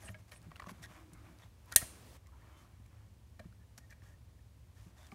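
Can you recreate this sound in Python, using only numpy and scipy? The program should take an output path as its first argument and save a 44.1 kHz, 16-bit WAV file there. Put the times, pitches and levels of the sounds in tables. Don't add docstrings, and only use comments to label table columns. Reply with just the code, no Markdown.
import sys
import numpy as np
from scipy import signal
from scipy.fft import rfft, irfft
from scipy.io import wavfile

SR = 44100
rng = np.random.default_rng(int(sys.argv[2]) if len(sys.argv) > 2 else 0)


def master(y):
    cut = np.clip(np.atleast_2d(y).T, -1, 1)
    pcm = np.round(cut * 32767)
    wavfile.write(sys.argv[1], SR, pcm.astype(np.int16))


def convert_level_to_amplitude(level_db):
    exponent = np.asarray(level_db, float) / 20
    return 10 ** exponent


N = 226933
STEADY_HZ = 15800


def evened(x):
    return x / np.sqrt(np.mean(x ** 2) + 1e-20)


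def read(points, hz):
    f, value = np.transpose(points)
    return np.interp(np.log(hz + 1), np.log(f + 1), value)


def automation(points):
    return np.interp(np.arange(N) / SR, *np.transpose(points))


def add(mix, s, sound):
    part = mix[round(s * SR):][:len(sound)]
    part += sound[:len(part)]


def coloured(x, spectrum):
    gain = convert_level_to_amplitude(read(spectrum, np.fft.rfftfreq(len(x), 1 / SR)))
    return evened(irfft(rfft(x) * gain, len(x)))


def below(x, hz):
    taps = signal.firwin(511, hz, window=("kaiser", 9), fs=SR)
    return signal.oaconvolve(x, taps, "same")


def resonate(x, hz, width):
    r = np.exp(-np.pi * width / SR)
    pole = r * np.exp(2j * np.pi * hz / SR)
    return 2 * signal.lfilter([1 - r], [1, -pole], x).real


def narrow_band(drive, hz, width):
    return evened(resonate(resonate(drive, hz, width), hz, width))


def ring(hz, t60, s=.25):
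    t = np.arange(round(s * SR)) / SR
    return convert_level_to_amplitude(-60 * t / max(t60, .002)) * np.sin(2 * np.pi * hz * t)


def eased_in(tone, rise_s):
    return tone * np.minimum(np.arange(len(tone)) / (rise_s * SR), 1)


def chord(modes, spread_db):
    out = 0
    for hz, db, t60 in modes:
        level = convert_level_to_amplitude(db + spread_db * rng.standard_normal())
        out = out + level * ring(hz * rng.normal(1, 0.0072), t60)
    return out


def gritty(size, grit_db):
    grains = np.repeat(rng.exponential(1, size // 32 + 1), 32)[:size]
    return evened(rng.standard_normal(size) * convert_level_to_amplitude(grit_db * np.minimum(grains, 4)))


# f/Hz, level/dB per Hz
HISS = [(88, -31), (150, -10), (430, -15), (502, -13.5), (741, -19.5), (1010, -19), (1360, -24),
        (2340, -24.5), (4910, -27.5), (8980, -29.5), (15800, -34.5)]
# t/s, level/dB
OPEN = [
    (1.758, 2),
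    (1.765, 8.5),
    (2.167, 12.5),
    (2.18, 0.5),
]


def hiss():
    noise = coloured(rng.standard_normal(N), [(60, -39.0)] + HISS)
    return convert_level_to_amplitude(-72.5 + automation(OPEN)) * noise


# f/Hz, level/dB per Hz
HUM = [(12, -61), (20, -34), (30, -20), (51, 1), (70, 4), (116, -1), (125, -5.5), (134, -17.5), (150, -8),
       (168, -16), (221, -15.5), (265, -23), (300, -21), (390, -55), (660, -120)]
# t/s, level/dB
HUM_SWELL = [(0.0, -56), (0.31, -60.5), (0.7, -58), (1.6, -60.5), (2.55, -59.5), (2.94, -58),
             (4.669, -57.5), (5.15, -59)]


def hum():
    motor_hz, motor_width_hz, motor_db = 107, 4.2, -7
    motor = resonate(rng.standard_normal(N), motor_hz, motor_width_hz)
    rumble = coloured(rng.standard_normal(N), HUM)
    return convert_level_to_amplitude(automation(HUM_SWELL)) * (rumble + convert_level_to_amplitude(motor_db) * coloured(motor, HUM))


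# f/Hz, t60/s
GARAGE = [(200, 0.94), (600, 0.2996), (2000, 0.51), (5000, 0.48), (9000, 0.45), (15000, 0.28)]


def garage(x):
    hz, t, z = signal.stft(rng.standard_normal(SR), SR, nperseg=256)
    tail = signal.istft(z * convert_level_to_amplitude(-60 * t / read(GARAGE, hz)[:, None]), SR, nperseg=256)[1]
    tail *= np.clip((np.arange(len(tail)) / SR - .004) / 0.0024, 0, 1)
    return signal.fftconvolve(x, tail / np.linalg.norm(tail))[:N]


# f/Hz, width/Hz, level/dB
HOUSING = [(620, 44, -5), (1191, 330, -7.5), (1660, 60, -4), (1860, 14, 0), (2230, 140, -8.5)]
# f/Hz, level/dB per Hz
BODY = [(300, -23), (600, 4.5), (1200, 1), (2400, -4.5), (3500, -12), (6000, -38)]


def rubbed_body(drive, housing_share):
    housing = sum(convert_level_to_amplitude(db) * resonate(drive, hz, width) for hz, width, db in HOUSING)
    return evened(coloured(drive, BODY) + housing_share * evened(housing))


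# f/Hz, level/dB per Hz
RUSTLE = [(100, -26.5), (170, 2.5), (350, 3), (600, -35.5)]
FIZZ = [(1500, -27), (3200, -3), (6000, 5), (9500, -0.5), (13000, -3), (15600, -12), (16100, -59.5)]
# t/s, level/dB
SLIDE = [(0.0, 10), (0.1, 1), (0.27, -8), (0.64, 6), (0.8, 7.5), (1.07, 0.5), (1.3, 8), (1.5, -11),
         (1.75, 8.5), (2.0, 5.5), (2.2, -8), (2.49, 6.5), (2.65, 1.5), (3.15, -12), (4.08, -6), (4.6, -12),
         (4.9, -3), (5.15, 2.5)]
# level/dB at middle effort, rise/dB per dB of effort
SLIDE_LAYERS = [
    (-65.5, 0.93),
    (-64.5, 0.89),
    (-79.5, 1.2),
]


def slide():
    drive = gritty(size=N, grit_db=1.0)
    effort_db = automation(SLIDE)
    layers = coloured(drive, RUSTLE), rubbed_body(drive, 0.18), coloured(drive, FIZZ)
    out = np.zeros(N)
    for (db, share), layer in zip(SLIDE_LAYERS, layers):
        out += convert_level_to_amplitude(db + share * effort_db - 10.5) * layer
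    return out


# t/s, length/s, level/dB, f/Hz, width/Hz
DRAGS = [(.02, 0.1, -64, 610, 200), (0.808, 0.71, -68, 317.6, 59.4), (3.785, 0.082, -81, 674, 180),
         (4.97, 0.065, -68.5, 670, 120.4), (3.785, 0.085, -82, 1830, 120), (4.01, 0.16, -79, 1830, 400),
         (2.3, .38, -72, 1020, 600), (2.38, .1, -79, 1830, 250), (2.5, .1, -83, 3100, 130),
         (2.5, .15, -82, 2130, 250), (.89, .16, -69, 1050, 400), (.9, .12, -76, 2420, 150),
         (1.115, .1, -75, 2150, 400), (1.115, .12, -71, 1200, 600), (1.24, .08, -72, 1000, 500),
         (3.58, .08, -79, 1750, 150), (1.41, .04, -73, 1900, 150)]


def drags():
    out = np.zeros(N)
    for s, length, db, hz, width in DRAGS:
        band = narrow_band(gritty(size=32768, grit_db=2.5), hz, width)
        count = round(length * SR)
        add(out, s, convert_level_to_amplitude(db) * band[:count] * signal.windows.tukey(count, .7))
    return out


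# t/s, length/s, level/dB, f/Hz, width/Hz
SINGING = [(.04, .045, -62, 8450, 250), (.045, .035, -64, 9500, 300), (.022, .02, -67, 6500, 500),
           (.075, .026, -62, 2500, 900), (.1, .025, -70, 12800, 500), (.115, .02, -70, 7000, 600),
           (.34, .05, -67, 8500, 400), (.35, .035, -70, 9900, 300), (.828, .016, -62, 5600, 300),
           (.824, .016, -65, 7400, 350), (.825, .02, -66, 9500, 400), (.826, .03, -67, 10800, 300),
           (.826, .012, -63, 3300, 400), (.838, .025, -66, 3900, 250), (.84, .022, -67, 5500, 350),
           (.855, .018, -66, 1800, 200), (3.79, .08, -73, 1850, 25), (4.06, .04, -73, 1830, 60),
           (4.03, .1, -77, 1660, 60), (4.11, .05, -77, 1830, 60), (3.921, .012, -66, 2350, 200),
           (3.778, .014, -68, 2500, 200), (2.265, .035, -72, 1100, 150), (2.31, .05, -74, 1350, 200),
           (2.31, .07, -74, 930, 150), (2.53, .03, -72, 1050, 300), (2.585, .1, -73, 1150, 200),
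           (2.55, .07, -81, 3500, 200), (2.41, .03, -75, 2100, 200), (2.52, .135, -77, 3080, 50),
           (2.255, .03, -75, 2050, 300), (2.45, .05, -76, 1800, 120), (4.76, .05, -77, 1800, 60),
           (5.04, .04, -75, 1840, 100), (.79, .04, -62, 150, 40), (1.41, .05, -64, 140, 40),
           (1.77, .022, -40, 8600, 700), (5.0, .07, -73, 3570, 80), (5.055, .04, -73, 3280, 150),
           (4.968, .02, -70, 1730, 200)]


def singing():
    out = np.zeros(N)
    for s, length, db, hz, width in SINGING:
        band = narrow_band(gritty(size=8192, grit_db=3.0), hz, width)
        settled = band[2048:]
        count = round(length * SR)
        add(out, s, convert_level_to_amplitude(db) * settled[:count] * signal.windows.tukey(count, .6))
    return out


def stroke_shape(count):
    u = np.linspace(0, 1, count)
    return np.sqrt(np.clip(u / 0.14, 0, 1) * np.clip((1 - u) / .5, 0, 1))


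# t/s, length/s, level/dB, fizz against body/dB
SCUFFS = [(.0, .13, -67.5, 1.5), (.022, 0.062, -65.5, -17), (0.085, 0.01, -58, -10),
          (0.144, .022, -66, -28), (0.183, 0.031, -69.5, -5), (0.278, 0.032, -70.5, -3),
          (0.313, 0.038, -60, -6), (0.345, 0.042, -73, 0), (0.421, 0.061, -69.5, -12),
          (0.664, 0.016, -63, -14), (0.683, 0.037, -57.5, -4), (0.82, 0.043, -63, 2),
          (0.879, 0.17, -63, -10.5), (1.233, 0.067, -67.5, -17), (1.391, 0.092, -67, -8),
          (1.669, 0.15, -68, -5), (1.713, .014, -70, 5), (1.807, 0.054, -61, -15), (2.562, 0.11, -77, 2),
          (2.9, 0.19, -74, -18), (3.392, 0.012, -61, -7), (3.406, 0.085, -77, -8), (3.776, 0.018, -66, 6),
          (3.897, 0.042, -74, 2.5), (4.018, 0.13, -73, -2.5), (4.749, 0.17, -73, -1),
          (4.961, .15, -68.5, -3.5), (5.107, 0.038, -75.5, 4.5)]


def scuffs():
    out = np.zeros(N)
    for s, length, db, fizz_db in SCUFFS:
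        drive = gritty(size=8192, grit_db=2.5)
        stroke = convert_level_to_amplitude(db) * (rubbed_body(drive, 0.13) + convert_level_to_amplitude(fizz_db) * coloured(drive, FIZZ))
        count = min(round(length * SR), len(drive))
        add(out, s, stroke[:count] * stroke_shape(count))
    return out


# t/s, length/s, level/dB, f/Hz
SQUEAKS = [(0.02, 0.0089, -61.5, 2180), (.045, 0.04, -60, 8430), (0.072, 0.025, -61.5, 2760),
           (0.142, 0.013, -59, 2300), (0.017, .11, -67, 10000), (.312, 0.037, -68.5, 10000),
           (0.347, 0.043, -71, 9100), (.66, 0.024, -72, 5950), (.69, .03, -66, 10600),
           (.826, 0.036, -68, 3550), (.836, 0.024, -55.5, 1770), (1.42, 0.03, -70, 3506),
           (1.67, .071, -70.5, 1000), (1.81, 0.064, -80, 1440), (3.394, 0.012, -65, 2300),
           (3.895, 0.05, -70, 1810), (4.75, 0.11, -80, 1800), (4.973, 0.15, -78, 3600),
           (5.10, 0.056, -77.5, 1245)]


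def squeaks():
    out = np.zeros(N)
    for s, length, db, hz in SQUEAKS:
        drive = gritty(size=8192, grit_db=1.0)
        squeak = convert_level_to_amplitude(db) * narrow_band(drive, hz, 0.14 * hz)
        count = min(round(length * SR), len(drive))
        add(out, s, squeak[:count] * stroke_shape(count))
    return out


# t/s, peak level/dB, f/Hz, t60/s
KNOCKS = [(0.048, -58.5, 200.4, 0.24), (0.092, -47, 103.5, 0.35), (0.339, -57, 106, 0.12),
          (0.41, -59, 168, 0.12), (0.466, -51.5, 179, 0.062), (0.483, -51.5, 155, 0.12),
          (0.589, -53.5, 101, 0.067), (0.67, -47.5, 184, 0.084), (0.715, -44, 202, 0.04),
          (0.902, -54, 170, 0.075), (1.125, -53, 162, 0.095), (1.297, -57, 169, 0.12),
          (1.758, -44, 104, 0.1), (1.817, -53, 318, 0.038), (1.826, -36, 109, 0.025),
          (2.799, -53, 100.7, 0.1), (3.396, -55.5, 211.6, 0.11), (3.454, -47.5, 174.5, 0.079),
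          (3.785, -55, 215, 0.04), (4.026, -53.5, 101.5, 0.067), (4.863, -52, 175, 0.08),
          (5.12, -57.5, 111.4, 0.14), (5.124, -52, 208, 0.17)]


def knocks():
    out = np.zeros(N)
    for s, db, hz, t60 in KNOCKS:
        low = ring(hz, t60) + 0.35 * ring(1.8 * hz, 0.69 * t60)
        add(out, s, convert_level_to_amplitude(db + 5.5) * eased_in(low, 0.0024))
    return out


# t/s, level/dB, f/Hz, t60/s
PINGS = [(.024, -54, 1590, .02), (.032, -54, 1870, .03), (.036, -53, 610, .06), (.054, -54, 1810, .03),
         (.064, -54, 1660, .03), (.077, -50, 1860, 0.03), (.092, -52, 1810, 0.03), (.1, -55, 620, 0.087),
         (0.148, -52, 1642, .05), (.148, -56.5, 620, 0.14), (.663, -44, 1120, .025),
         (.689, -43, 1520, .015), (1.815, -46, 1340, 0.043), (1.816, -41, 2070, .02),
         (1.82, -43, 1845, 0.045), (1.825, -50, 635, .06), (1.836, -52, 640, 0.04),
         (.325, -56, 1860, 0.097), (.322, -50, 2100, .015), (3.785, -60, 1660, 0.04),
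         (4.39, -63, 1801, .03), (3.395, -54, 2300, 0.016), (3.396, -57, 4030, .03),
         (3.396, -57.5, 3140, .015), (3.399, -54.5, 1838, .05), (3.399, -52, 1650, .05),
         (3.404, -47.5, 608, 0.065), (1.7645, -25, 4170, .022), (1.7645, -31, 2700, .03),
         (1.783, -46, 3270, .05), (1.79, -49, 2760, .045), (1.7205, -46, 1370, .07),
         (1.7235, -46, 1860, .07), (1.724, -48, 3150, .02), (.838, -52, 1860, .06), (.843, -53, 1660, .05),
         (.848, -52, 1860, .05), (.5965, -46, 4300, .008), (.5645, -54, 9500, .01), (.704, -52, 10600, .02),
         (.144, -52, 3000, .015), (.085, -52, 3100, .02), (1.265, -60, 2430, .04), (1.425, -60, 1880, .04),
         (.92, -60, 2420, .04), (1.118, -60, 2400, .012), (5.121, -50, 1170, .06), (5.123, -52, 790, .07),
         (.319, -50, 4050, .015), (.33, -57, 1860, .07)]


def pings():
    out = np.zeros(N)
    for s, db, hz, t60 in PINGS:
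        add(out, s, convert_level_to_amplitude(db) * eased_in(ring(hz, t60), 0.0014))
    return out


# t/s, peak level/dB, f/Hz, t60/s
PRICKS = [(0.417, -48, 4530, 0.0071), (0.427, -53, 8100, 0.012), (0.558, -64, 4420, 0.012),
          (0.5995, -43.5, 6600, 0.01), (0.635, -53, 8800, 0.01), (0.669, -44, 6000, 0.005),
          (1.133, -48.5, 8800, 0.03), (1.3868, -45, 4750, 0.0049), (1.658, -57, 12500, 0.027),
          (2.2694, -52, 5490, 0.013), (2.862, -53.5, 6520, 0.012), (3.7781, -44, 6320, 0.019),
          (3.9056, -49.5, 5950, 0.012), (5.0665, -51, 5600, 0.03)]
LEAD_PRICKS = [
    (1.7226, -34.5, 6000, 0.021),
    (1.723, -38, 11000, 0.011),
    (1.7372, -41.5, 10000, .015),
    (1.7483, -45.5, 9400, .015),
    (1.818, -50, 6100, .03),
]


def pricks():
    t, out = np.arange(1024) / SR, np.zeros(N)
    for s, db, hz, t60 in PRICKS + LEAD_PRICKS:
        noise = rng.standard_normal(len(t))
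        prick = 0.16 * coloured(noise, FIZZ) + .5 * evened(resonate(noise, hz, 2520))
        add(out, s, convert_level_to_amplitude(db - 1.5 - 60 * t / max(t60, .006)) * eased_in(prick, 0.00077))
    return out


# f/Hz, level/dB per Hz
KNUCKLE = [(300, -17), (700, -3.5), (1500, 4.5), (3000, -6.5), (4500, -11.5), (7000, -28.5)]
EDGE = [(1200, -22.5), (2200, 0), (4300, -2.5), (7000, -13.5), (15600, -19.5), (16100, -58.5)]
# f/Hz, level/dB, t60/s
LOW_RING = [(610, 1, 0.05), (695.6, -2.5, .05), (811.5, -11.5, .03)]
HIGH_RING = [(1660, 0, 0.04024), (1860, -4, 0.056), (2300, -3, 0.04), (3080, -8.5, .02),
             (3308, -14.5, 0.021), (4030, -11, 0.022)]


def struck(s, db, hz, edge_db, hollow_db, walls_db):
    t, out = np.arange(1024) / SR, np.zeros(N)
    noise = rng.standard_normal((3, len(t)))
    contact_s = 0.0014
    swell = t / contact_s * np.exp(1 - t / contact_s)
    tap = swell * np.sin(2 * np.pi * hz * t)
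    tap += 0.67 * eased_in(coloured(noise[0], KNUCKLE) * convert_level_to_amplitude(-60 * t / 0.015), 0.00059)
    puff = convert_level_to_amplitude(edge_db) * eased_in(coloured(noise[1], EDGE) * convert_level_to_amplitude(-60 * t / 0.017), 0.00066)
    add(out, s, convert_level_to_amplitude(db) * (tap + puff))
    scrape = noise[2] * convert_level_to_amplitude(-60 * t / 0.025)
    body = convert_level_to_amplitude(hollow_db) * chord(LOW_RING, 1.4) + convert_level_to_amplitude(walls_db) * chord(HIGH_RING, 1.7)
    add(out, s, convert_level_to_amplitude(db) * signal.fftconvolve(body, scrape / np.linalg.norm(scrape)))
    return out


# t/s, peak level/dB, f/Hz, bright edge/dB
TAPS = [(0.507, -60, 1280, -4), (0.516, -46.5, 1126, -21), (0.558, -51, 2800, 1), (0.5645, -55, 1390, 2),
        (0.577, -60, 2030, -7), (0.597, -42.5, 1920, -20), (0.6, -41.5, 1150, -14),
        (0.6205, -43.5, 1200, -12), (0.625, -47, 1060, -17), (0.6415, -48, 1090, -30),
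        (0.662, -56, 1150, -23), (0.67, -46.5, 1130, -25), (0.686, -51, 2030, -28), (0.693, -42, 1045, -10),
        (0.829, -53, 1820, -2), (0.826, -62, 1200, 2), (0.838, -56, 3600, 3), (0.848, -56, 1800, 2),
        (0.858, -60, 1100, 2)]


def cable_taps():
    return sum(struck(*row, hollow_db=-16, walls_db=-20) for row in TAPS)


# t/s, peak level/dB, f/Hz, bright edge/dB
LEAD_TICKS = [(0.085, -48.5, 1660, -10), (0.091, -49.5, 1820, -15), (0.144, -49, 2210, -18),
              (1.7186, -52, 1550, 2), (1.7237, -40.5, 1410, -0.5), (1.7300, -48, 1420, -30),
              (1.7370, -51, 1630, -30), (2.262, -67, 2070, -5), (3.395, -53.5, 1810, -14.5),
              (3.525, -64, 1390, -7.5), (3.911, -54, 1810, -16.5), (3.925, -54.5, 1730, -19.5),
              (4.02, -62, 1794, -6.5)]


def wall_ticks():
    return sum(struck(*row, hollow_db=-19.5, walls_db=-6.5) for row in LEAD_TICKS)


# t/s, peak level/dB, f/Hz, bright edge/dB, ring/dB
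TICKS = [(0.319, -50, 1820, 4, -12), (0.361, -61, 2500, 0, -6), (1.119, -62, 926, -30, -17),
         (1.399, -63.5, 820, -1, -10), (1.817, -48, 450, -13, -9), (1.8255, -46.5, 674, -30, -8.5),
         (2.859, -65, 2300, -9, -20), (3.398, -49.5, 620, -20, -10), (3.443, -63, 1160, -17.5, -2.5),
         (3.781, -55, 1650, -14, -17), (5.118, -51, 2250, -4, -8)]


def hollow_ticks():
    return sum(struck(*row, walls_db=row[-1] - 1.5) for row in TICKS)


# f/Hz, level/dB per Hz
RADIATED = [(100, -30), (600, -26.5), (1900, -15.5), (4500, -15.5), (6300, -11), (7600, -11.5), (9200, -4),
            (11000, -9), (15500, -15)]


def radiated():
    pulse, out = np.zeros(512), np.zeros(N)
    pulse[64] = 1
    click = coloured(pulse, RADIATED)
    add(out, SNAP_S[0], convert_level_to_amplitude(-10) * click / abs(click).max())
    return out


SNAP_S = [
    1.7610,
    1.7616,
    1.7620,
    1.7635,
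    1.7654,
]
SNAP_DB = [-0.5, -1, -1.5, -9, -10.5]
# f/Hz, level/dB per Hz
CRACK = [(60, -15), (200, -17.5), (400, -32), (1000, -32), (1840, -14), (2750, -12.5), (4200, -11.5),
         (5200, -16.5), (7100, -2), (7500, -22), (8000, -22), (8500, -3), (9200, 0), (13700, -6),
         (16000, -15.5), (16800, -29)]
# f/Hz, level/dB, t60/s
SNAP_MODES = [(85.23, -38, 0.075), (330, -41, .015), (625, -41, .09), (720, -35, .03), (1060, -42.5, 0.018),
              (1670, -31, 0.054), (1862, -28, .095), (2150, -39, .04), (2390, -38, .03), (2730, -33, .04),
              (3150, -38, .06), (3290, -35, 0.05), (3998, -33.5, 0.03), (4150, -32, .035)]
LATCH_MODES = [(6165, -23, 0.04), (7128, -17.5, 0.025), (8480, -22, 0.025), (8772, -20, .035),
               (9055, -22, .025), (9390, -21, .028), (9820, -26, .02), (10063, -22, 0.025),
               (10920, -23, .025), (11420, -26, .025), (11810, -24, .02), (12260, -25, .018),
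               (13290, -22, .02), (13950, -21, .015)]


def snap():
    t, out = np.arange(8192) / SR, np.zeros(N)
    length = len(t) / SR
    crack_db, crack_t60 = -17, 0.024
    for s, db in zip(SNAP_S, SNAP_DB):
        burst = below(coloured(rng.standard_normal(len(t)), CRACK), STEADY_HZ)
        burst = burst * convert_level_to_amplitude(crack_db - 60 * t / crack_t60)
        edge = 0.7 * ring(9000, 0.0026, length)
        edge += 0.18 * ring(12800, .002, length)
        edge += 0.1 * ring(16200, .0012, length)
        add(out, s, convert_level_to_amplitude(db) * (burst + edge))
    for s, modes in zip(SNAP_S, (SNAP_MODES, LATCH_MODES)):
        add(out, s, convert_level_to_amplitude(0.5) * sum(convert_level_to_amplitude(db) * ring(hz, t60) for hz, db, t60 in modes))
    shudder_db, shudder_t60 = -27, 0.09
    shudder = below(coloured(gritty(size=len(t), grit_db=1.2), CRACK), STEADY_HZ)
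    add(out, SNAP_S[0], convert_level_to_amplitude(shudder_db - 60 * t / shudder_t60) * shudder)
    return out


# t/s, level/dB
DUCK = [
    (1.7525, 0),
    (1.7535, -15),
    (1.7562, -15),
    (1.757, 0),
]


def limiter_dip(x):
    return x * convert_level_to_amplitude(automation(DUCK))


def scene():
    touches = hollow_ticks() + wall_ticks() + cable_taps() + pricks() + pings() + knocks()
    hand = touches + scuffs() + squeaks() + drags() + slide()
    room = garage(convert_level_to_amplitude(-17.5) * hand + radiated())
    rest = hand + room + hum() + singing()
    return (snap() + below(rest, STEADY_HZ))[None]


def roll_off(x):
    return signal.sosfilt(signal.butter(12, 17320, fs=SR, output="sos"), x)


def record(dry):
    ceiling, top_hz, bottom_hz = .86, 16750, 38
    heard = below(np.clip(dry[0], -ceiling, ceiling), top_hz) + below(hiss(), STEADY_HZ)
    heard = limiter_dip(heard)
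    heard = signal.sosfilt(signal.butter(2, bottom_hz, "high", fs=SR, output="sos"), heard)
    return roll_off(heard[None])


dry = scene()
out = record(dry)
master(out)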